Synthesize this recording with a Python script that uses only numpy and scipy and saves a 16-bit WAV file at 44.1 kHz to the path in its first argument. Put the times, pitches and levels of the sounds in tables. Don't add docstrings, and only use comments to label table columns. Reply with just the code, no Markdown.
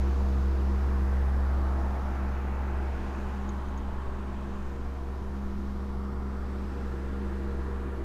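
import sys
import numpy as np
from scipy import signal
from scipy.fft import rfft, irfft, next_fast_len
from scipy.io import wavfile

SR = 44100
rng = np.random.default_rng(int(sys.argv[2]) if len(sys.argv) > 2 else 0)


def natural_amplitude(level_db):
    exponent = np.asarray(level_db, float) / 20
    return 10 ** exponent


def persist_wave(psi):
    counts = np.round(np.clip(psi, -1, 1) * 32767).astype(np.int16)
    wavfile.write(sys.argv[1], SR, np.atleast_2d(counts).T)


N = 354563
T = np.arange(N) / SR

# (t/s, blade tone level/dB, its third harmonic level/dB)
HUM_PATH = [(0, -25, -39.5), (1.0, -25.5, -39), (1.2, -24.5, -41.5), (1.75, -27, -41.5),
            (2.1, -30.5, -40.5), (2.85, -30, -44), (3.05, -35, -40.5), (3.35, -33, -39.5),
            (4.0, -35, -47.5), (4.5, -36.5, -42), (5.1, -34.5, -50.5), (5.4, -35, -38.5),
            (6.5, -33.5, -41.5), (6.7, -34.5, -43.5), (7.35, -33, -39), (8.04, -34, -47)]
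# (t/s, level/dB)
HARMONIC_DIPS = [(.15, -8.5), (.54, -12), (.85, -4), (1.52, -2.5), (1.99, -18), (2.15, -19), (2.37, -12.5),
                 (2.94, -2), (3.13, -13), (3.31, -4), (3.63, -18), (4.05, -7), (4.66, -11), (4.93, -5),
                 (5.17, -12), (7.63, -3)]
# (multiple, start level/dB, middle level/dB, end level/dB,
# turbulent share [0-1])
UPPER_HUM_ORDERS = [(6, -47.5, -56, -48, 0.53), (15, -46.5, -54, -48, 0.86), (17, -51.5, -55, -50.5, 0.43),
                    (21, -48, -57, -48.5, 0.48)]
# (multiple before rounding, start level/dB, end level/dB, turbulent share [0-1])
OTHER_ORDERS = [(1, -42, -44, 0.07), (2, -59, -74, 0.1), (4, -59.5, -60.5, 0.4), (12, -53, -56, 0.71),
                (18.1, -61.5, -57.5, 0.77), (24, -70, -65.5, 1), (26.7, -69, -76, 0), (30, -95, -62.5, 1)]


def blades():
    shaft_hz, waver_rms_hz, dip_half_s = 22.45, .03, .031
    turns = np.cumsum(shaft_hz + waver_rms_hz * walk(.15)) / SR
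    out = tone(3 * turns, column(HUM_PATH, 1), rough=.05, width_hz=3.0)

    dips_db = sum(db * np.exp(-((T - s) / dip_half_s) ** 2) for s, db in HARMONIC_DIPS)
    out = out + tone(9 * turns, column(HUM_PATH, 2) + dips_db, rough=.25, width_hz=5.0)

    for k, start_db, middle_db, end_db, rough in UPPER_HUM_ORDERS:
        level_db = np.interp(T, [0, T[-1] / 2, T[-1]], [start_db, middle_db, end_db])
        out = out + tone(round(k) * turns, level_db, rough, width_hz=4.5)
    for k, start_db, end_db, rough in OTHER_ORDERS:
        level_db = start_db + (end_db - start_db) * T / T[-1]
        out = out + tone(round(k) * turns, level_db, rough, width_hz=2.0 + .09 * k)
    return out


# (t/s, distance level/dB before the band share, facing the fan [0-1],
# echo delay [ms], echo share [0-1])
PHONE_PATH = [(0, 1, 1, 0.41, 0), (.6, 1.5, .7, .54, 0), (1.2, 3, 0.2, 0.46, 0.1),
              (2, 2.5, 0.27, 0.82, 0.02), (2.6, 3, 0, 0.85, 0), (3.1, 3.5, 0.7, 1.23, 0.1),
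              (3.6, 0.5, 0.4, 0.95, 0.07), (4.4, -0.5, .2, 1.08, 0.13), (5, -3, 0.38, 1.25, 0.09),
              (5.7, -3, 0.57, 1.14, 0.02), (6.2, -2.5, .2, 0.83, 0.14), (6.8, -0.5, 0.4, 0.78, 0.05),
              (7.4, -0.5, 0.17, 0.38, 0), (8.04, -2, 0.1, 0.56, 0)]
# (f/Hz, share)
DISTANCE_SHARE_BY_HZ = [(250, 0.5), (420, 0.6), (620, 0.47), (900, 0.8), (1800, 1.24), (4000, .5),
                        (9000, .4)]
# (f/Hz, level/dB)
FACING_GAIN = [(1500, -1), (2200, 0), (3200, 4), (5500, 6), (9000, 0.5)]
# (f/Hz, level/dB)
DOOR_COLOUR = [(300, 0.5), (420, 1.5), (620, 4), (850, 2), (2000, -1), (5000, 1), (10000, 2.5)]
# (f/Hz, level/dB)
MIRROR_COLOUR = [(100, -2), (140, -0.5), (350, 5.5), (600, 1), (1000, -3), (1500, 1.5), (3000, 1)]
# (t/s, f/Hz, peak level/dB, half length [s])
BAND_SWELLS = [(2.3, 617, 4.5, 0.81), (3.4, 350, 6, 0.59), (3.5, 905, 4, 0.55), (6.15, 1190, 5, 0.22),
               (7.7, 1150, 3.5, 0.44)]


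def rush_band_db(centre_hz):
    leave_door_s, reach_mirror_s, move_s = 2.14, 6.24, .086
    swell_half_octaves = .16
    door = 1 / (1 + np.exp((T - leave_door_s) / move_s))
    mirror = 1 / (1 + np.exp((reach_mirror_s - T) / move_s))
    db = over_hz(DISTANCE_SHARE_BY_HZ, centre_hz) * column(PHONE_PATH, 1)
    db = db + over_hz(FACING_GAIN, centre_hz) * column(PHONE_PATH, 2)
    db = db + over_hz(DOOR_COLOUR, centre_hz) * door
    db = db + over_hz(MIRROR_COLOUR, centre_hz) * mirror
    for s, hz, peak_db, half_s in BAND_SWELLS:
        off_band = np.log2(centre_hz / hz) / swell_half_octaves
        db = db + peak_db * np.exp(-off_band ** 2 - ((T - s) / half_s) ** 2)
    return db


def surface_echo(direct):
    delay_samples = column(PHONE_PATH, 3) * SR / 1000
    echo = np.interp(np.arange(N) - delay_samples, np.arange(N), direct)
    echo = signal.lfilter(*signal.butter(1, 3500, fs=SR), echo)
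    return column(PHONE_PATH, 4) * echo


# (f/Hz, level/dB per Hz)
AIR_SPECTRUM = [(30, -10.5), (60, -5.5), (105, -12.5), (150, -13), (200, -12), (500, -17.5), (1000, -14),
                (1400, -19), (1800, -23.5), (2200, -30), (3500, -39.5), (6500, -46), (8000, -49.5),
                (10500, -52), (14000, -53.5), (16000, -56)]


def rush():
    rush_rms_db, room_db, wander_rms_db = -42, -18, 1.0
    direct = 0
    for centre_hz in 20 * 2 ** np.arange(0, 9.7, 1 / 3):
        def shape(hz):
            window = np.cos(np.pi / 2 * np.clip(3 * np.log2(hz / centre_hz), -1, 1))
            return window * natural_amplitude(over_hz(AIR_SPECTRUM, hz))

        level_db = rush_band_db(centre_hz) + wander_rms_db * walk(.28)
        direct = direct + band(1, SR / 2, shape) * natural_amplitude(level_db)
    out = direct + surface_echo(direct)
    out = out + natural_amplitude(room_db) * room(direct)
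    return out * natural_amplitude(rush_rms_db) / out.std()


# (f/Hz, start level/dB, end level/dB)
STEADY_TONES = [(18.08, -47, -46), (36.84, -62, -62), (120.03, -49, -55), (178.07, -60, -60),
                (240.06, -58, -57), (254.95, -62, -62), (329.9, -63, -63), (360.01, -60, -58),
                (600, -67, -67)]


def steady_tones():
    out = 0
    for hz, start_db, end_db in STEADY_TONES:
        level_db = start_db + (end_db - start_db) * T / T[-1]
        out = out + tone(hz * T, level_db, rough=.2, width_hz=.6)
    return out


# (f/Hz, relative level/dB, t60 [s])
CLAMP_MODES = [(6500, 0, .012), (6850, -13, .025), (6150, -14, .015), (3700, -6, .009), (4800, -20, .004)]
# (t/s, peak level/dB of the first hit, scrape length [s])
CLAMP_TICKS = [(3.4915, -38, .00005), (3.682, -52, .010), (3.775, -49, .009)]


def ticks():
    out = np.zeros(N)
    t = np.arange(int(.06 * SR)) / SR
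    ring = 0
    for hz, db, t60_s in CLAMP_MODES:
        ring = ring + natural_amplitude(db) * np.sin(2 * np.pi * hz * t) * np.exp(-np.log(1000) * t / t60_s)
    ring = ring * np.minimum(t / .0007, 1) ** 2
    for s, peak_db, scrape_s in CLAMP_TICKS:
        grit = rng.standard_normal(len(t)) ** 3
        hit = np.convolve(grit * (t < scrape_s), ring)
        hit = hit / np.abs(hit).max()
        for lag_s, bounce_db in ((0, 0), (.0037, -9), (.011, -14)):
            i = int((s + lag_s) * SR)
            out[i:i + len(hit)] += natural_amplitude(peak_db + bounce_db) * hit
    return out


# (t/s, envelope peak level/dB, f/Hz)
SOFT_BUMPS = [(3.816, -28, 30), (4.125, -31, 22)]


def bumps():
    out = np.zeros(N)
    for s, db, hz in SOFT_BUMPS:
        envelope = np.exp(-((T - s) * hz / .5) ** 2)
        out += natural_amplitude(db) * np.cos(2 * np.pi * hz * (T - s) + .6) * envelope
    return out


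# (t/s, peak rms level/dB, half width [s])
DRAUGHT_GUSTS = [(4, -40, .25), (4.75, -37, .2), (5.5, -42, .25), (7.5, -43, .25)]


def draught():
    steady_rms_db = -53.5
    swing = band(.5, 200, lambda hz: (hz / 3) / (1 + (hz / 7) ** 4))
    gusts = sum(natural_amplitude(db) * np.exp(-((T - s) / half_s) ** 2) for s, db, half_s in DRAUGHT_GUSTS)
    return swing / swing.std() * (natural_amplitude(steady_rms_db) + gusts)


def room(x):
    t60_s = .2
    t = np.arange(SR // 3) / SR
    lead_in = x[::-1][-len(t):]
    out = 0
    for spot_s in np.linspace(0, T[-1], num=9):
        tail = rng.standard_normal(len(t)) * np.exp(-np.log(1000) * t / t60_s)
        tail = signal.lfilter(*signal.butter(1, 5000, fs=SR), tail)
        tail = tail / np.sqrt(np.sum(tail ** 2))
        here = np.cos(np.pi / 2 * np.clip((T - spot_s) / (T[-1] / 8), -1, 1))
        wet = signal.oaconvolve(np.r_[lead_in, x], tail)[len(t):len(t) + N]
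        out = out + here * wet
    return out


def tone(turns, db, rough, width_hz):
    rough = np.clip(rough, 0, 1)
    smear = (walk(width_hz) + 1j * walk(width_hz)) / np.sqrt(2)
    start = np.exp(2j * np.pi * rng.random())
    carrier = start * np.exp(2j * np.pi * turns)
    return np.sqrt(2) * natural_amplitude(db) * np.real((np.sqrt(1 - rough ** 2) + rough * smear) * carrier)


def walk(rate_hz):
    step = 64
    pole = np.exp(-2 * np.pi * rate_hz * step / SR)
    chance = rng.standard_normal(N // step + 2000)
    slow = signal.lfilter([np.sqrt(1 - pole ** 2)], [1, -pole], chance)[1998:]
    return np.interp(np.arange(N) / step, np.arange(len(slow)), slow)


def band(lo_hz, hi_hz, gain):
    size = next_fast_len(N)
    hz = np.clip(np.arange(size // 2 + 1) * SR / size, lo_hz, hi_hz)
    return irfft(rfft(rng.standard_normal(size)) * gain(hz), size)[:N]


def column(table, k):
    return np.interp(T, [r[0] for r in table], [r[k] for r in table])


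def over_hz(table, hz):
    return np.interp(np.log(hz), np.log([r[0] for r in table]), [r[1] for r in table])


def scene():
    return (blades() + rush() + steady_tones() + ticks() + bumps() + draught())[None]


def roll_off(x):
    return signal.sosfilt(signal.butter(12, 15160, fs=SR, output="sos"), x)


def record(dry):
    top_hz, ripple_db, stop_db = 15250, .2, 60
    low_pass = signal.ellip(10, ripple_db, stop_db, top_hz, fs=SR, output="sos")
    mix = signal.sosfilt(low_pass, dry)
    return roll_off(mix)


dry = scene()
out = record(dry)
persist_wave(out)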